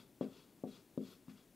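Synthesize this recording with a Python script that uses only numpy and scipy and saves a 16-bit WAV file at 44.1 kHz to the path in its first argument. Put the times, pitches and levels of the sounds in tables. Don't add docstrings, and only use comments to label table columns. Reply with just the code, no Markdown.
import sys
import numpy as np
from scipy import signal
from scipy.fft import rfft, irfft
from scipy.io import wavfile

SR = 44100
rng = np.random.default_rng(int(sys.argv[2]) if len(sys.argv) > 2 else 0)


def log_audio(samples):
    frames = np.atleast_2d(samples).T
    limited = np.clip(frames, -1, 1)
    pcm = np.round(limited * 32767).astype(np.int16)
    wavfile.write(sys.argv[1], SR, pcm)


def gain_from_db(level_db):
    decades = np.asarray(level_db, float) / 20
    return 10 ** decades


N = 68355

# frequency in Hz, relative density in dB per Hz.
PANEL_COLOUR = [(53, -68), (90, -3.5), (248, 8.5), (325, -6), (401, 8.5), (690, -6.5), (749, -6), (1260, 4),
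                (1500, 0), (1950, -63), (3300, -120)]


def rms_one(x):
    return x / np.sqrt(np.mean(x ** 2) + 1e-20)


def coloured(spectrum):
    hz = np.maximum(np.arange(N // 2 + 1) * SR / N, 1)
    point_hz, point_db = np.transpose(spectrum)
    gain = gain_from_db(np.interp(np.log(hz), np.log(point_hz), point_db))
    return rms_one(irfft(rfft(rng.standard_normal(N)) * gain, N))


def band(x, low_hz, high_hz):
    return signal.sosfilt(signal.butter(2, [low_hz, high_hz], "band", fs=SR, output="sos"), x)


def low_pass(x, hz):
    return signal.sosfilt(signal.butter(2, hz, fs=SR, output="sos"), x)


def high_pass(x, hz, order=2):
    return signal.sosfilt(signal.butter(order, hz, "high", fs=SR, output="sos"), x)


def resonance(x, hz, width_hz):
    r = np.exp(-np.pi * width_hz / SR)
    feedback = [1, -2 * r * np.cos(2 * np.pi * hz / SR), r * r]
    return signal.lfilter([(1 - r * r) / 2, 0, (r * r - 1) / 2], feedback, x)


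def modes(rows, delay=0):
    dulling_per_s, pivot_hz = 10, 300
    hz, share, t60 = np.transpose(rows)
    since = np.maximum(np.arange(SR // 2) / SR - delay, 0)[:, None]
    ringing = gain_from_db(-60 * since / t60) * np.sin(2 * np.pi * hz * since)
    return ringing @ (share * (hz / pivot_hz) ** (-dulling_per_s * delay))


def panel_response():
    # frequency in Hz, signed share, 60 dB decay in s.
    panel_modes = [(136, 0.194, 0.074), (179, 0.233, 0.15), (220, -0.148, 0.2), (266, -1.0, 0.107),
                   (328, -0.287, 0.074), (362, -0.367, 0.2), (431, -0.1, 0.2), (522, 0.36, 0.2),
                   (567, 0.746, 0.033), (666, -0.037, 0.2), (770, -0.073, 0.2), (995, -0.103, 0.032),
                   (1139, -0.031, 0.2)]
    # frequency in Hz, signed share, 60 dB decay in s.
    stand_modes = [(110, 0.2, 0.032)]
    # delay in s, signed gain before dulling.
    returns = [(0.0069, 0.46), (0.0127, 0.27), (0.0164, 0.42), (0.0287, -0.18), (0.0333, -0.16),
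               (0.0378, -0.38), (0.0408, -0.14), (0.0436, -0.23), (0.0495, 0.09), (0.0542, 0.19),
               (0.0591, 0.25), (0.0728, -0.1), (0.0867, -0.04), (0.0918, -0.06), (0.1099, -0.07)]
    tail_db, rise_s, t60_s, treble_t60_s, treble_hz = -12, 0.083, 0.49, 0.19, 520
    t = np.arange(SR // 2) / SR
    direct = modes(panel_modes) + modes(stand_modes)
    returned = sum(gain * modes(panel_modes, delay) for delay, gain in returns)
    noise = coloured(PANEL_COLOUR)[:len(t)]
    low = low_pass(noise, treble_hz)
    tail = low * gain_from_db(-60 * t / t60_s) + (noise - low) * gain_from_db(-60 * t / treble_t60_s)
    build_up = 1 - np.exp(-(t / rise_s) ** 3)
    return direct + returned + gain_from_db(tail_db) * build_up * tail


def landings():
    # middle of the push in s, strength in dB, contact time in s, tick in dB,
    # upper modes in dB relative to the strength.
    touches = [(-.11, -32.5, 0.0023, -80, 0.1), (0.2102, -31, 0.0001, -54.5, -3),
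               (0.6366, -35.5, 0.00062, -65, 4), (0.9758, -30.5, 0.0015, -55.5, -15),
               (1.2818, -38, 0.0035, -62, -17)]
    # frequency in Hz, signed share, 60 dB decay in s.
    upper_modes = [(693, -0.15, 0.068), (739, -0.17, 0.11), (813, -0.11, 0.03)]
    # frequency in Hz, level in dB, 60 dB decay in s.
    tip_modes = [(1026, 0, 0.028), (1213, 1.2, 0.018), (1510, -10, 0.0084), (2770, -9.5, 0.017),
                 (3700, -6.5, 0.017)]
    lead_s, upper_lag_s, tick_lag_s, low_cut_hz = 0.2, 0.0043, 0.00048, 85
    lead = int(lead_s * SR)
    t = np.arange(-lead, N) / SR
    push, upper, tick = np.zeros(N + lead), np.zeros(N + lead), np.zeros(N + lead)
    for s, db, contact_s, tick_db, upper_db in touches:
        shape = np.cos(np.pi * np.clip((t - s) / contact_s, -.5, .5))
        shape = shape / shape.sum()
        push += gain_from_db(db) * shape
        upper += gain_from_db(db + upper_db) * np.roll(shape, int(upper_lag_s * SR))
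        tick[int((s + tick_lag_s) * SR) + lead] = gain_from_db(tick_db)
    tip_response = modes([(hz, gain_from_db(db), t60) for hz, db, t60 in tip_modes])
    parts = (push, panel_response()), (upper, modes(upper_modes)), (tick, tip_response)
    thud = sum(signal.fftconvolve(drive, response)[:N + lead] for drive, response in parts)
    return high_pass(thud, low_cut_hz)[lead:]


def friction():
    # frequency in Hz, relative density in dB per Hz.
    felt_colour = [(410, -16), (700, 3), (873, -13), (1210, -7.5), (1710, -2.5), (2770, 2), (3110, -2.5),
                   (3400, -1.5), (5790, -2.5), (15500, -19)]
    flicker_db = 0.5
    flicker = gain_from_db(flicker_db * rms_one(band(rng.standard_normal(N), 8.4, 100.0)))
    return coloured(felt_colour) * flicker


def through_barrel(rub):
    # frequency in Hz, width in Hz (at least 55 is used), relative gain in dB.
    barrel_modes = [(2736, 22, -18.5), (3332, 8, 1.5), (3452, 20, 0.5), (3660, 120, -9), (3870, 9.7, -1),
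                    (4205, 83, -4), (4420, 43, 0), (4750, 25, -2.5), (5220, 39, -7), (6780, 46, -6.5),
                    (8700, 48, -8)]
    barrel_db, waver_db = 9, 3.0
    ringing = np.zeros(N)
    for hz, width_hz, db in barrel_modes:
        waver = gain_from_db(waver_db * rms_one(band(rng.standard_normal(N), 1.35, 18.5)))
        ringing += waver * gain_from_db(db) * resonance(rub, hz, max(width_hz, 55))
    hiss = rub + gain_from_db(barrel_db) * ringing
    return hiss / np.std(band(hiss, 2000, 7000))


def strokes():
    # time in s, stroke level in dB,
    # whistle in dB before its trim, gain of the low part of the hiss in dB, gain of its high part in dB.
    course = [(0.0, -64.5, 4, 4, -5), (0.056, -78.5, -6, 1, 1), (0.202, -103, -7, -3, -5),
              (0.214, -67.5, -17, 8, -5), (0.232, -66.5, -26, 11, -1.5), (0.288, -76.5, -3, 6, 4),
              (0.384, -68, -17, -26, -4), (0.478, -80, -21, -3, 5), (0.656, -96, -9, -3, -3),
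              (0.676, -71.5, -7, -1, 3), (0.764, -67, -16, -16, 1.5), (0.832, -81.5, -6, 0, 0),
              (0.954, -91, -6, 4, 0), (0.966, -102, -2, -3, 4), (0.98, -72, -4, -3, -5),
              (0.988, -80, -11, -3, 1), (1.01, -77, -14, 14, 1), (1.048, -69.5, 3, -33, 4.5),
              (1.126, -67, 9, -25, 4), (1.182, -80, -6, -3, 4), (1.272, -90.5, -2, 6, 4),
              (1.298, -67, -18, 7.5, 1.5), (1.338, -77, -15, 9.5, 5.5), (1.38, -71.5, -8, 5, -6),
              (1.454, -82, -4, 9, 6), (1.55, -90, -8, -3, -6)]
    low_part_hz, high_part_hz = 2430, 5670
    whistle_hz, whistle_width_hz, whistle_trim_db = 11810, 790, -15
    rumble_db = -1
    s, *columns = np.transpose(course)
    t = np.arange(N) / SR
    level_db, whistle_db, low_db, high_db = [np.interp(t, s, column) for column in columns]
    hiss = through_barrel(friction())
    low_part = low_pass(hiss, low_part_hz)
    high_part = high_pass(hiss, high_part_hz)
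    hiss = hiss + (gain_from_db(low_db) - 1) * low_part + (gain_from_db(high_db) - 1) * high_part
    whistle = rms_one(resonance(rng.standard_normal(N), whistle_hz, whistle_width_hz))
    whistle = whistle * gain_from_db(whistle_db + whistle_trim_db)
    rumble = gain_from_db(rumble_db) * coloured(PANEL_COLOUR)
    return gain_from_db(level_db) * (hiss + whistle + rumble)


def room_tone():
    # frequency in Hz, relative density in dB per Hz.
    air_colour = [(12, -81), (20, -18.5), (36, -6), (65, -17.5), (101, -6.5), (275, 1), (385, -4.5),
                  (455, -10), (840, -16.5), (1240, -23), (1510, -21.5), (3480, -24.5), (4120, -26),
                  (10300, -25), (15700, -25.5)]
    return gain_from_db(-66) * coloured(air_colour)


def scene():
    pan_db = 4.5
    mono = landings() + strokes() + room_tone()
    pan = gain_from_db(np.array([[.5], [-.5]]) * pan_db)
    return mono * pan / pan.mean()


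def top_cut(x):
    return signal.sosfilt(signal.butter(12, 16520, fs=SR, output="sos"), x)


def record(dry):
    hiss_db = np.array([[-95.5], [-83.5]])
    hiss_low_hz, drift_db, top_cut_hz = 9100, -90, 15730
    hiss = gain_from_db(hiss_db) * high_pass(rng.standard_normal(dry.shape), hiss_low_hz, order=3)
    drift = gain_from_db(drift_db) * rms_one(band(rng.standard_normal(N), 5.2, 44.0)) * [[1], [0]]
    mix = dry + hiss + drift
    below_cut = np.arange(N // 2 + 1) * SR / N < top_cut_hz
    mix = irfft(rfft(mix) * below_cut, N)
    return top_cut(mix)


dry = scene()
out = record(dry)
log_audio(out)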